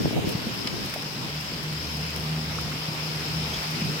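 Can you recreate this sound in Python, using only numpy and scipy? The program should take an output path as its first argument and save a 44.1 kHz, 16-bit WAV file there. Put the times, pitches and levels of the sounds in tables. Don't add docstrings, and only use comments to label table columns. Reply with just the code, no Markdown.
import sys
import numpy as np
from scipy import signal
from scipy.fft import rfft, irfft, next_fast_len
from scipy.io import wavfile
from scipy.ndimage import uniform_filter1d, map_coordinates

SR = 44100
rng = np.random.default_rng(int(sys.argv[2]) if len(sys.argv) > 2 else 0)


def dump(signal):
    limited = np.clip(np.atleast_2d(signal).T, -1, 1)
    pcm = np.round(limited * 32767).astype(np.int16)
    wavfile.write(sys.argv[1], SR, pcm)


N = 176400
T = np.arange(N) / SR
HIT_T = np.arange(SR // 4) / SR


def amp(db):
    return 10 ** (np.asarray(db) / 20)


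def unit(x):
    return x / np.sqrt(np.mean(x ** 2) + 1e-20)


def along(points, hz):
    f, v = np.transpose(points)
    return np.interp(np.log(hz + 1), np.log(f + 1), v)


def curve(rows):
    return np.interp(T, *np.transpose(rows))


def wobble(rate):
    return map_coordinates(rng.standard_normal(int(N * rate / SR) + 4), [T * rate])


def filtered(x, response):
    m = next_fast_len(N + SR // 2)
    return irfft(rfft(x, m) * response(np.fft.rfftfreq(m, 1 / SR)), m)[..., :N]


def coloured(x, spectrum):
    return filtered(x, lambda hz: amp(along(spectrum, hz)))


def spread(pair, spectrum):
    # frequency in Hz, likeness of the two microphones from -1 to 1.
    likeness = [(50, 0.43), (160, 0.79), (300, 0.92), (600, 0.61), (1100, -0.22), (2000, -0.048),
                (8000, -0.038)]

    def mid_side(hz):
        turn = np.arccos(np.clip(along(likeness, hz), -1, 1)) / 2
        return amp(along(spectrum, hz)) * [np.cos(turn), np.sin(turn)]

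    mid, side = filtered(pair, mid_side)
    return unit(np.array([mid + side, mid - side]))


def patchy(depth_db):
    spectra = signal.stft(rng.standard_normal((2, N)), nperseg=512)[2]
    patches = uniform_filter1d(rng.standard_normal(spectra.shape[1:]), size=8, axis=0)
    patches = uniform_filter1d(patches, size=12, axis=1)
    return signal.istft(spectra * amp(depth_db * unit(patches)), nperseg=512)[1][:, :N]


def band(centre_hz, octaves):
    shape = lambda hz: np.exp(-.5 * (np.log2((hz + 1) / centre_hz) / octaves) ** 2)
    return unit(filtered(rng.standard_normal((2, N)), shape))


def strike(t60, rise_s):
    shape = np.exp(-np.log(1000) * HIT_T / t60) * (1 - np.exp(-HIT_T / rise_s))
    return shape / shape.max()


def add(out, s, sound):
    i = max(round(s * SR), 0)
    out[..., i:i + sound.shape[-1]] += sound[..., :N - i]


def thud(hz, cycles, rise_cycles=.3):
    return -strike(cycles / hz, rise_cycles / hz) * np.sin(2 * np.pi * hz * HIT_T)


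def handling(shift_s=3.85, shift_width_s=.13):
    # time in seconds, level in dB.
    grip = [(0, -29), (.08, -25), (.1, -38), (.135, -29), (.185, -23.5), (.215, -35), (.245, -30),
            (.285, -30), (.39, -38), (.55, -37.5), (.7, -38), (.76, -33), (.86, -46), (1.3, -61)]
    # frequency in Hz, relative level in dB.
    rub_colour = [(25, -22), (60, -9), (110, 2), (170, 1.5), (300, -0.5), (450, -5), (700, -19),
                  (1200, -36), (3000, -59)]
    shift_colour = [(40, -30), (100, -2), (160, 5), (230, -2), (320, -8.5), (500, -30), (1200, -53)]
    # start in seconds, level in dB, pitch in Hz, left over right in dB,
    # lag on the right in seconds, level of the dull contact click in dB.
    bumps = [(.005, -19, 229, 4, -.001, -44), (.048, -14, 167, 3, 0.0016, -42),
             (.0565, -14.5, 295, 0, .0003, -13), (.069, -23, 290, 6, -0.0032, -42),
             (.109, -22.5, 241, 12, 0, -26), (.165, -23, 330, 7, .001, -34),
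             (.189, -22, 280, -8, .001, -27), (.195, -27, 104, 0, 0, -45), (.242, -20, 167, -6, .001, -42),
             (.273, -19.5, 161, 7, .001, -47), (.284, -27, 338, -3, -0.0016, -36),
             (.350, -18, 155, 2, 0, -39), (.468, -21, 215, -3, 0, -33), (.657, -25.5, 280, -1, 0, -48),
             (2.885, -22, 160, 0, 0, -46), (3.425, -25, 154, 1, 0, -48), (3.565, -32, 62, 0, 0, -50),
             (3.818, -21, 175, 2, 0, -46), (3.858, -28, 170, 0, 0, -48), (3.89, -25, 165, 0, 0.0021, -48)]
    lumps = amp(2.3 * np.array([wobble(70), wobble(70)]))
    out = amp(curve(grip)) * unit(coloured(lumps * rng.standard_normal((2, N)), rub_colour))
    shift = amp(-33.5) * np.exp(-((T - shift_s) / shift_width_s) ** 2)
    out += shift * spread(rng.standard_normal((2, N)), shift_colour)
    for s, db, hz, pan_db, lag_s, click_db in bumps:
        bump = amp(db) * thud(hz, cycles=5.5) - amp(click_db) * thud(hz=616, cycles=2.3)
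        add(out[0], s, bump * amp(pan_db / 2))
        add(out[1], s + lag_s, bump * amp(-pan_db / 2))
    return out


def drops(per_second=1400):
    size_db = np.minimum(rng.exponential(size=N), 4.5)
    landings = amp(size_db) * (rng.random(N) < per_second / SR)
    splat = strike(t60=.0051, rise_s=.0001)[:256]
    power = np.convolve(landings ** 2, splat ** 2)[:N]
    return np.sqrt(power) * rng.standard_normal(N)


def rain():
    # time in seconds, relative level in dB.
    strength = [(0, -40.5), (1.1, -41.5), (2.1, -41), (3.0, -40), (3.6, -38.5), (4, -39)]
    # frequency in Hz, relative level in dB.
    drop_colour = [(200, -13), (600, -3.5), (1000, -1), (1700, -3), (2500, 0.5), (3200, -1), (4000, -6),
                   (5100, -10), (7000, -11), (8900, -12.5), (10000, -17), (12200, -12.5), (15500, -18)]
    roof_colour = [(25, -20), (50, -7.5), (90, -7.5), (125, 1), (180, -1), (300, -7), (450, -9.5),
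                   (800, -26.5), (2000, -45)]
    strength_db = curve(strength) + .11 * wobble(9)
    wash = amp(5) * spread(patchy(depth_db=1.28), drop_colour)
    roof = amp(-37.5 + 1.2 * wobble(7.97)) * spread(patchy(depth_db=1.5), roof_colour)
    patter = amp(-1) * spread(np.array([drops(), drops()]), drop_colour)
    return amp(strength_db) * (wash + patter) + roof


def whine(hz=3070):
    return amp(-55 + 3 * wobble(3)) * np.sin(2 * np.pi * hz * T + .6 * wobble(7.8))


def slides():
    # start in seconds, length in seconds, level in dB, band centre in Hz.
    strokes = [(0.127, 0.021, -36, 560), (.163, 0.033, -28, 593), (0.216, .115, -33.5, 393),
               (.59, 0.038, -37, 352), (0.722, .09, -37.5, 350)]
    out = np.zeros((2, N))
    for s, length, db, hz in strokes:
        progress = np.clip((T - s) / length, 0, 1)
        out += amp(db) * np.sqrt(np.abs(np.sin(np.pi * progress))) * band(hz, octaves=.32)
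    return out


def splashes():
    # start in seconds, level in dB, time to fall 60 dB in seconds, tilt in dB per octave.
    near_drops = [(.280, -38, .04, 0), (.289, -35, .08, 2), (.316, -37, .05, 1), (.540, -37, .015, 4),
                  (.847, -40, .03, 0), (.857, -34.5, .03, 2), (.895, -38, .03, 1), (.937, -31, 0.046, -1.5),
                  (1.022, -36, .015, 5), (1.407, -37, .02, 2), (1.63, -38, .04, 1), (1.728, -39, .02, 4),
                  (1.969, -36, .013, 0), (2.104, -36, .012, 1), (2.159, -33.5, .04, 0),
                  (2.176, -39.5, .04, 0), (2.195, -38, .02, 1), (2.61, -38, .02, 2), (3.63, -38, .03, 2),
                  (3.707, -35.5, .015, 2)]
    # frequency in Hz, relative level in dB.
    spray_colour = [(500, -5), (2000, 3), (3300, 3), (5000, -5), (8000, 3.5), (10000, 2), (12500, 2.5),
                    (15500, -2)]
    out = np.zeros((2, N))
    hz = np.fft.rfftfreq(len(HIT_T), 1 / SR)
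    for s, db, t60, tilt_db in near_drops:
        colour = amp(along(spray_colour, hz) + tilt_db * np.log2(hz + 1))
        noise = rng.standard_normal((2, len(HIT_T)))
        spray = unit(irfft(rfft(noise) * colour, len(HIT_T)))
        add(out, s, amp(db) * strike(t60, rise_s=.0025) * spray)
    return out * amp(1.8 * wobble(500))


def wood_tap(start_s=.672):
    # frequency in Hz, relative level in dB.
    wood_colour = [(200, -20), (800, -3), (2000, -1), (2900, 4.5), (4500, -5), (6000, -16), (8000, -14),
                   (11000, -22), (15500, -30)]
    level = np.zeros(N)
    add(level, start_s, amp(-22) * strike(t60=.029, rise_s=.0013))
    grains = amp(1.5 * wobble(900)) * rng.standard_normal((2, N))
    return level * unit(coloured(grains, wood_colour))


def knocks():
    # start in seconds, level in dB, band centre in Hz, time to fall 60 dB in seconds.
    hollow_hits = [(.958, -33, 627, 0.064), (2.585, -28, 1290, .018), (2.716, -37, 1350, .035)]
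    out = np.zeros(N)
    for s, db, hz, t60 in hollow_hits:
        shape = strike(t60, rise_s=.003)
        ring = unit(shape * band(hz, octaves=.33)[0, :len(shape)])
        add(out, s, amp(db) * np.sqrt(np.mean(shape ** 2)) * ring)
    return out


def hum(fade_in_s=1):
    # time in seconds, pitch in Hz.
    pitch = [(0, 76.56), (1.7, 76.9), (1.9, 77.25), (2.3, 77.5), (2.9, 77.5), (3.2, 78), (3.45, 76.5),
             (4, 77.5)]
    # time in seconds, relative level in dB.
    base_swells = [(1.1, -77), (1.35, -46), (1.65, -54), (1.78, -41.5), (2.05, -39), (2.3, -43),
                   (2.62, -39.5), (2.8, -48), (3.08, -53), (3.2, -48), (3.42, -37.5), (3.65, -52)]
    upper_swells = [(0.8, -45), (1.04, -36), (1.13, -52), (1.39, -32), (1.49, -49), (1.74, -29.5),
                    (1.82, -45.5), (2.01, -30.5), (2.13, -40.5), (2.33, -26), (2.54, -35.5), (3.33, -36.5),
                    (3.37, -27.5), (3.44, -31), (3.58, -41.5), (3.75, -30), (3.78, -43), (3.83, -27.5),
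                    (4.0, -43)]
    phase = 2 * np.pi * np.cumsum(curve(pitch) * (1 + .012 * wobble(16))) / SR
    fade_in = np.minimum(T / fade_in_s, 1) ** 2
    upper = amp(curve(upper_swells) - 1.5 + 1.3 * wobble(14)) * fade_in
    base = amp(curve(base_swells) + .94 * wobble(8.3))
    overtones = np.sin(2 * phase) + amp(-17) * np.sin(3 * phase)
    return np.sqrt(2) * (base * np.sin(phase) + upper * overtones)


def chirp(start_s=3.534, start_hz=3180, glide_s=.011, rough_radians=.75):
    hz = start_hz * (1 + .06 * (1 - np.exp(-HIT_T / glide_s)))
    phase = 2 * np.pi * np.cumsum(hz) / SR + rough_radians * wobble(440)[:len(HIT_T)]
    tone = np.sin(phase) + amp(-11) * np.sin(2 * phase)
    out = np.zeros(N)
    add(out, start_s, amp(-30.5) * strike(t60=.14, rise_s=.003) * tone)
    return out


def scene():
    tap = wood_tap() * amp([[-4], [0]])
    outside = rain() + splashes() + tap
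    outside += (knocks() + chirp()) * amp([[-1.5], [1.5]])
    return outside + hum() + whine() + handling() + slides()


def record(dry, low_cut_hz=44, top_hz=15850):
    # frequency in Hz, gain in dB.
    port = [(300, -0.5), (700, 1), (1700, -1.1), (2600, -0.8), (3300, -1), (4000, 4.5), (4600, 8.5),
            (5150, 17), (5500, 12), (6000, 2), (7000, -8.5), (8000, -16), (9300, -24), (11000, -15),
            (12200, -13.5), (14000, -5), (15500, -2.3)]
    finger = [(2500, 1), (4000, -1.5), (5200, -11.5), (6500, -1), (9000, 0)]
    cover_s, uncover_s, fade_s = .13, .255, .027
    left = coloured(dry[0], port)
    cover = np.clip(np.minimum(T - cover_s, uncover_s - T) / fade_s + .5, 0, 1)
    left = (1 - cover) * left + cover * coloured(left, finger)
    low_cut = signal.butter(2, low_cut_hz, "highpass", fs=SR, output="sos")
    pair = signal.sosfilt(low_cut, [left, dry[1]])
    return filtered(pair, lambda hz: hz < top_hz)


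dry = scene()
out = record(dry)
dump(out)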